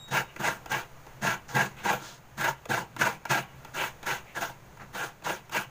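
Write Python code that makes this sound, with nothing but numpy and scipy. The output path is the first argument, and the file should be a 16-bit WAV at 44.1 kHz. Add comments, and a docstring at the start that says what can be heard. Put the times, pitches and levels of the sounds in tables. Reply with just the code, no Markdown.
"""A thin squeal dies away in the first third of a second, while the first strokes already begin.
Half a coconut is rasped over a toothed blade on a wooden stool, about three strokes a second: random snags
and harder bites drive damped modes of shell, blade and stool, and shaped noise tears the flesh.
The shell often taps the blade before a stroke; from 1.5 s on, resonant grit colours some light drags.
A small hard room and the low hum of the house last throughout; one phone microphone hears it all."""
import sys
import numpy as np
from scipy import signal
from scipy.fft import rfft, irfft, next_fast_len
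from scipy.io import wavfile
from scipy.ndimage import uniform_filter1d

SR = 44100
rng = np.random.default_rng(int(sys.argv[2]) if len(sys.argv) > 2 else 0)


def linear_from_db(decibels):
    """Turn decibels (scalar or array-like) into linear amplitude factors; 0 gives 1."""
    return 10 ** (np.asarray(decibels, float) / 20)


def store_pcm(level_fs):
    """Save levels as 16-bit WAV."""
    pcm = np.round(np.clip(level_fs, -1, 1) * 32767).astype(np.int16)
    wavfile.write(sys.argv[1], SR, np.atleast_2d(pcm).T)


N = 251357
TIME = np.arange(N) / SR

# Damped modes of the struck parts. Each row: frequency in Hz, width in Hz, level in dB.
SHELL_HIGH_MODES = [(1372, 38, -1), (1524, 149, -5), (1646, 103, -2)]
SHELL_LOW_MODES = [(307, 41, -5.5), (421, 87.6, -4.5), (445.6, 53, -2.5), (523.5, 64, -6), (669, 63, -3.5),
                   (827, 105, 1.5), (931, 177, -0.5), (1072, 44, -5), (1157, 96, -13.5)]
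BLADE_MODES = [(1949, 95, -2), (2331, 59, 1), (2510, 160, -4), (2857, 340, -3), (3070, 870, -12)]
STOOL_MODES = [(133, 18, 0), (168, 30, -6), (200, 22, -2)]
# Spectrum of tearing flesh. Each row: frequency in Hz, relative level in dB per Hz.
TEARING_SPECTRUM = [(900, 2), (1600, 6.5), (2400, -10.5), (3300, -2.5), (4100, -7.5), (5200, -11),
                    (8000, -14.5), (10000, -15.5), (12300, -16.5), (14000, -15), (16000, -5)]
# How each layer answers a stroke. Each holds: level in dB, then how strongly (as plain factors) it follows
# the rise, the fall, the lightness of the stroke and the push; last the curve of the fall, where
# 1 fades evenly and more holds on and stops short.
SHELL_HIGH_LAYER = (-0.017, 1.12, 1.34, 1.22, 0.47, 1.52)
SHELL_LOW_LAYER = (-0.77, 1, 1.02, 1.01, 0.45, 1.29)
BLADE_LAYER = (-3.5, 2.1, 1.16, 2.1, -1.1, 1.04)
STOOL_LAYER = (-12, -0.7, 0.7, 0.5, 3, 1.4)
TEARING_LAYER = (-6, 0.57, 0.85, 0.96, -0.43, 2.2)


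def rasp():
    """Teeth plough the flesh: coarse snags ring shell, blade and stool, fine ones hiss; all judder together."""
    judder = linear_from_db(1.5 * walk(140) + 1.1 * walk(45))
    coarse = unit(judder * snags(rate=7000, scatter_db=1.2))
    fine = unit(np.sqrt(judder) * snags(rate=15000, scatter_db=1.2))
    skip = skips()
    parts = [(SHELL_HIGH_LAYER, SHELL_HIGH_MODES), (SHELL_LOW_LAYER, SHELL_LOW_MODES),
             (BLADE_LAYER, BLADE_MODES), (STOOL_LAYER, STOOL_MODES)]
    body = 0
    for layer, modes in parts:
        drive = coarse * contact_gain(layer) * skip
        # dividing by the steady ring puts all parts on one scale
        body = body + ring(drive, modes, wander_db=2.02) / np.std(ring(coarse, modes))
    fine = patchy(fine, patchy_db=2.2, rate=60)
    torn = colour(fine * contact_gain(TEARING_LAYER) * np.sqrt(skip), TEARING_SPECTRUM)
    return body + torn / np.std(colour(fine, TEARING_SPECTRUM))


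# The strokes, light ones too. Each row: start in seconds, rise in seconds, fall in seconds,
# stroke level in dB, push into the stool in dB; each layer weighs the last two in its own way.
STROKES = [(0.073, 0.012, 0.022, -45, 0.5), (0.102, 0.076, 0.06, -28, 1), (0.386, 0.078, 0.11, -31.5, .5),
           (0.689, 0.058, 0.089, -31, 0), (1.21, 0.087, 0.076, -30, 0.5), (1.475, 0.065, .15, -44, -3),
           (1.535, 0.056, 0.098, -28, 2.5), (1.76, 0.068, .17, -50, -2.5), (1.829, 0.07, 0.1, -29.5, 0.5),
           (1.99, 0.041, 0.17, -45, -1.5), (2.367, 0.1, 0.068, -31.5, -0.5), (2.684, 0.056, 0.098, -29, 2),
           (2.981, 0.072, 0.09, -28.5, 1.5), (3.286, 0.054, 0.09, -26, 1.5), (3.732, 0.1, 0.082, -32, -3),
           (4.052, 0.046, 0.097, -29.5, -1), (4.341, .031, 0.058, -36.5, -2),
           (4.395, 0.029, 0.098, -34.5, -3), (4.79, .031, 0.053, -59, 1), (4.925, 0.09, 0.095, -34.5, -2),
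           (5.233, 0.06, 0.091, -31.5, -0.5), (5.508, 0.075, 0.064, -32, -3.5)]
FULL_DB = -30  # stroke level at which every layer stands alike, push aside
# the teeth meet the flesh, then the level climbs, fast at first; layers scale the climb and the drop
CONTACT_S, RISE_DB, RISE_CURVE, FALL_DB = 0.014, 17.5, 2.87, 20.5
# the shell trails lightly over the teeth as it lifts, deeper down for layers that stop short
LINGER_DB, LINGER_FADE_DB_PER_S = -22.5, 75
# after a tap the shell slides lightly on the blade; level against the tap
DRAG_DB, DRAG_FADE_DB_PER_S = -27.5, 167
FUMBLE_DB = -70.5  # hands shift the shell; a steady floor before the layer level


def contact_gain(layer):
    """Gain of one layer over time: the strokes, the slide after each tap and the fumbling, added as powers."""
    layer_db, rise_share, fall_share, light_share, push_share, fall_curve = layer
    power = np.full(N, linear_from_db(2 * FUMBLE_DB))
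    for s, rise, fall, peak_db, push_db in STROKES:
        at = slice(int(s * SR), int((s + rise + 4 * fall) * SR))
        t = TIME[at] - s
        before = np.clip(1 - t / rise, 0, 1)
        after = np.clip((t - rise) / fall, 0, None)
        top_db = FULL_DB + light_share * (peak_db - FULL_DB) + push_share * push_db
        climb_db = rise_share * RISE_DB * before ** RISE_CURVE
        drop_db = fall_share * FALL_DB * after ** fall_curve
        stroke = linear_from_db(top_db - climb_db - drop_db)
        linger = linear_from_db(top_db + fall_curve * LINGER_DB - LINGER_FADE_DB_PER_S * np.abs(t - rise))
        contact = np.clip(t / CONTACT_S, 0, 1)
        power[at] += (stroke ** 2 + linger ** 2) * contact ** 2
    for s, tap_db, *_ in TAPS:
        at = slice(int(s * SR), int(s * SR) + SR // 5)
        drag_db = tap_db + DRAG_DB - DRAG_FADE_DB_PER_S * (TIME[at] - s)
        power[at] += linear_from_db(2 * drag_db)
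    return linear_from_db(layer_db) * np.sqrt(power)


def patchy(x, patchy_db, rate):
    """Teeth of different bite come and go, so each slice of the spectrum flickers by itself."""
    edges = np.geomspace(800, 17000, 17)
    out = 0
    for k, pair in enumerate(zip(edges, edges[1:])):
        band = signal.butter(2, pair, "band", fs=SR, output="sos")
        # neighbouring slices meet in opposite phase, so every other one is turned over
        out = out + (-1) ** k * signal.sosfilt(band, x) * linear_from_db(patchy_db * walk(rate))
    return out


# A tooth bites deep and lets go. Each row: time in seconds, relative level in dB,
# then low shell ring and crack, both in dB against that level.
BITES = [(0.119, -14.5, 0, -23), (0.134, -17, -9, -29), (0.167, -12, -8, -5), (0.399, -26, 8.5, -20),
         (0.418, -21, -17, -20), (0.459, -19, -23, -2), (0.698, -27, -5, -6), (0.719, -15, 5.5, 1.5),
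         (1.247, -14, 9, -25), (1.271, -0.5, -6.5, -22), (1.552, -6, -8, -10), (1.579, -12, -16, -27),
         (1.859, -19, 12, -32), (1.903, -16, 12, -15), (2.41, -5.5, -22, -13), (2.444, -15, -24, 2),
         (2.702, -26, 1, 5), (2.715, -14, -19, -12), (2.742, -9.5, -24, -10), (2.773, -14, 9, -25),
         (3.017, 4.5, -23, -36), (3.06, -29, -10, -23), (3.296, -9.5, -13, -33), (3.314, -2, -19, -32),
         (3.349, -8, 3.5, -30), (3.804, -30, -7, -23), (4.064, -9.5, -10, -16), (4.111, -5, -19, -24),
         (4.371, -12, 2.5, -15), (4.411, -21, -20, 2), (4.499, -30, 11.5, -7), (4.814, -27, 7, -31),
         (4.949, -16, 1, -11), (5.262, -18, 15, -17), (5.287, -21, -19, -23), (5.543, -18, 10.5, -11),
         (5.573, -3.5, -23, -15.5)]


def tooth_bites():
    """A deep bite lets go in a short chatter that rings shell, blade and stool and cracks the flesh."""
    return blows(BITES, burst_s=0.005, body_db=3, blade_db=-8.5, stool_db=1, crack_db=-5)


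def skips():
    """After a deep bite the shell jumps clear for a moment: the rasp dips, the more the harder the bite."""
    delay_s, spread_s = 0.022, 0.009
    dip_db, hard_bite_db = -3, -2.5  # a bite at the hard level dips by this much
    total_db = 0
    for s, db, *_ in BITES:
        bell = np.exp(-.5 * ((TIME - s - delay_s) / spread_s) ** 2)
        total_db = total_db + dip_db * linear_from_db(db - hard_bite_db) * bell
    return linear_from_db(total_db)


# The shell taps the blade. Each row: time in seconds, relative level in dB,
# then low shell ring and crack, both in dB against that level.
TAPS = [(0.363, -24.5, 2, -20), (0.66, -24.5, 4, -15.5), (1.067, -34.5, 6.5, -15), (1.49, -28.5, -20, -27),
        (1.769, -37.5, -8, -15), (2.656, -33, 15, -7), (2.965, -22.5, 0, -16), (3.254, -21.5, 3, -13.5),
        (3.649, -27.5, -0.5, -15), (4.03, -23.5, 2, -16.5), (4.773, -36.5, 1, -17), (4.796, -40, 5, -35),
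        (5.223, -36, 3.5, -16.5), (5.496, -32, 2, -12)]


def shell_taps():
    """A tap is a very short chatter of shell on blade, ringing the whole body."""
    return blows(TAPS, burst_s=0.002, body_db=13.5, blade_db=6, stool_db=8, crack_db=12)


def blows(events, burst_s, body_db, blade_db, stool_db, crack_db):
    """Each blow is a chatter of contacts that builds fast and dies, into the same shell, blade, stool and flesh."""
    size = int(.04 * SR)
    t = np.arange(size) / SR / burst_s
    burst = t ** 0.4 * np.exp(-t) * np.sign(rng.standard_normal((len(events), size)))
    high, low, crack = np.zeros((3, N + size))
    for (s, db, low_db, top_db), contacts in zip(events, burst):
        start = int((s - .001) * SR)  # the chatter begins 1 ms ahead of the listed time
        at = slice(start, start + size)
        high[at] += linear_from_db(db) * contacts
        low[at] += linear_from_db(db + low_db) * contacts
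        crack[at] += linear_from_db(db + top_db) * contacts
    shell = ring(high[:N], SHELL_HIGH_MODES) + ring(low[:N], SHELL_LOW_MODES)
    blade = ring(high[:N], BLADE_MODES)
    stool = ring(high[:N], STOOL_MODES)
    flesh = colour(crack[:N], TEARING_SPECTRUM)
    return linear_from_db(body_db) * shell + linear_from_db(blade_db) * blade + linear_from_db(stool_db) * stool + linear_from_db(crack_db) * flesh


# The shell drags lightly over the teeth, mostly within the light strokes. Each row: start in seconds,
# length in seconds, centre in Hz, width of each of two like resonances in Hz, level in dB.
LIGHT_DRAGS = [(1.481, .07, 5300, 3500, -53.5), (1.77, 0.12, 2230, 1400, -50),
               (2.011, 0.19, 2850, 4270, -50.5), (4.26, 0.12, 2210, 915, -54),
               (4.637, 0.05, 6500, 4000, -77), (4.795, 0.065, 1300, 1020, -46.5)]


def light_drags():
    """Gritty hiss of the shell dragging lightly over the teeth: snags through two resonances, quick to start."""
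    out = 0
    grit = snags(rate=9000, scatter_db=1.8)
    for s, length, hz, width, db in LIGHT_DRAGS:
        part = np.clip((TIME - s) / length, 0, 1)
        touch = np.sin(np.pi * np.sqrt(part))
        mode = [(hz, width, 0)]
        out = out + linear_from_db(db) * touch * unit(ring(ring(grit, mode), mode))
    return out


# Path of the squeal. Each row: time in seconds, pitch in Hz, rms level of the fundamental in dB.
SQUEAL = [(0, 3785, -52), (.045, 3781, -49.5), (.09, 3778, -54), (.135, 3776, -48.5), (.19, 3768, -54),
          (.24, 3758, -67), (.29, 3756, -67), (.34, 3755, -82)]
# Overtones 2 to 4 in dB against the fundamental. First row: while it is near; second: once turned away.
SQUEAL_OVERTONES_DB = [(-10.5, -23, -26), (-23, -32, -44)]


def squeal():
    """A thin tone with overtones, sinking slightly in pitch as it fades."""
    s, hz, db = np.transpose(SQUEAL)
    phase = 2 * np.pi * np.cumsum(np.interp(TIME, s, hz)) / SR
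    tone = np.sin(phase)
    for k, (near_db, away_db) in enumerate(zip(*SQUEAL_OVERTONES_DB)):
        overtone_db = np.interp(TIME, [.045, .075], [near_db, away_db])
        tone = tone + linear_from_db(overtone_db) * np.sin((k + 2) * phase)
    level = linear_from_db(np.interp(TIME, s, db)) * (TIME < s[-1])
    return np.sqrt(2) * tone * level


# Spectrum of the house murmur. Each row: frequency in Hz, relative level in dB per Hz.
HOUSE_SPECTRUM = [(20, 5.5), (40, -11), (68, 3), (95, -23), (230, -15), (450, -9), (1000, -10), (1600, -14),
                  (2400, -19.5), (4800, -29.5), (8000, -34), (11600, -34), (14000, -31.5), (16000, -27)]
# One row for the hum: centre in Hz, width in Hz, mean level in dB.
HUM = (129, 21.7, -54.5)


def house():
    """Broad murmur of shaped noise, with a wavering low hum made of noise through one resonance."""
    murmur = unit(colour(rng.standard_normal(N), HOUSE_SPECTRUM)) * linear_from_db(-53.5 + 1.1 * walk(5.26))
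    hz, width, db = HUM
    hum = unit(ring(rng.standard_normal(N), [(hz, width, 0)]))
    return murmur + hum * linear_from_db(db + 2.3 * walk(5.1))


def room(x):
    """Hard walls: a dense tail after a few milliseconds, the treble dying first, little bass returned."""
    t60_s, tail_db = 0.2, -16.5
    t = np.arange(int(.5 * SR)) / SR
    noise = rng.standard_normal((2, len(t)))
    dull = signal.lfilter([.3], [1, -.7], noise[0]) * linear_from_db(-60 * t / t60_s)
    bright = 0.45 * noise[1] * linear_from_db(-60 * t / (0.64 * t60_s))
    tail = (dull + bright) * (t > .004)
    tail = signal.sosfilt(signal.butter(2, 350, "high", fs=SR, output="sos"), tail)
    tail = tail / np.sqrt(np.sum(tail ** 2))
    return x + linear_from_db(tail_db) * signal.fftconvolve(x, tail)[:N]


def snags(rate, scatter_db):
    """Fibres catch and snap at random, rate a second on average, a few much harder than the rest."""
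    chance = rng.random((3, N))
    caught = chance[0] < rate / SR
    sign = np.sign(chance[1] - .5)
    return unit(caught * sign * linear_from_db(-scatter_db * np.log(chance[2] + 1e-9)))


def ring(x, modes, wander_db=0.):
    """Damped modes; the grip on the shell shifts, so each is driven now more, now less."""
    out = 0
    for k, (hz, width, db) in enumerate(modes):
        pole = np.exp(-np.pi * width / SR)
        drive = x * linear_from_db(wander_db * walk(24.998))
        poles = [1, -2 * pole * np.cos(2 * np.pi * hz / SR), pole ** 2]
        mode = (1 - pole) * signal.lfilter([1, 0, -1], poles, drive)
        out = out + (-1) ** k * linear_from_db(db) * mode  # neighbours in opposite sign
    return out


def walk(rate):
    """Random levels held 1 / rate s and slewed twice; spread near 1."""
    k = int(SR / rate)
    held = np.repeat(rng.standard_normal(N // k + 1), k)
    return 1.25 * uniform_filter1d(uniform_filter1d(held, k), k)[:N]


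def colour(x, points):
    """Shape by a (Hz, dB) spectrum, drawn straight over log frequency."""
    hz, db = np.transpose(points)
    size = next_fast_len(N + SR // 10)
    bins = np.arange(size // 2 + 1) * SR / size + 1
    gain = linear_from_db(np.interp(np.log(bins), np.log(hz), db))
    return irfft(rfft(x, size) * gain, size)[:N]


def unit(x):
    """Scale to rms 1."""
    return x / np.sqrt(np.mean(x ** 2))


def scene():
    """Grater in the room, with the squeal, over the house."""
    grater = rasp() + shell_taps() + tooth_bites() + light_drags()
    # a small stool radiates little deep bass
    grater = signal.sosfilt(signal.butter(2, 95, "high", fs=SR, output="sos"), grater)
    return (room(grater) + squeal() + house())[None]


def band_limit(x):
    """A steep low-pass at the top of the band."""
    return signal.sosfilt(signal.butter(12, 16100, fs=SR, output="sos"), x)


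# Resonances of the microphone port. Each row: centre in Hz, width in Hz, lift at the centre in dB.
PORT = [(6600, 720, 10), (14800, 330, 7.5)]


def record(dry):
    """The microphone port lifts two treble bands; the phone cuts the top steeply at 15480 Hz."""
    x = dry
    for hz, width, db in PORT:
        peak = signal.lfilter(*signal.iirpeak(hz, hz / width, SR), x)
        x = x + (linear_from_db(db) - 1) * peak
    x = signal.sosfilt(signal.ellip(14, .3, 60, 15480, fs=SR, output="sos"), x)
    return band_limit(x)


dry = scene()
out = record(dry)
store_pcm(out)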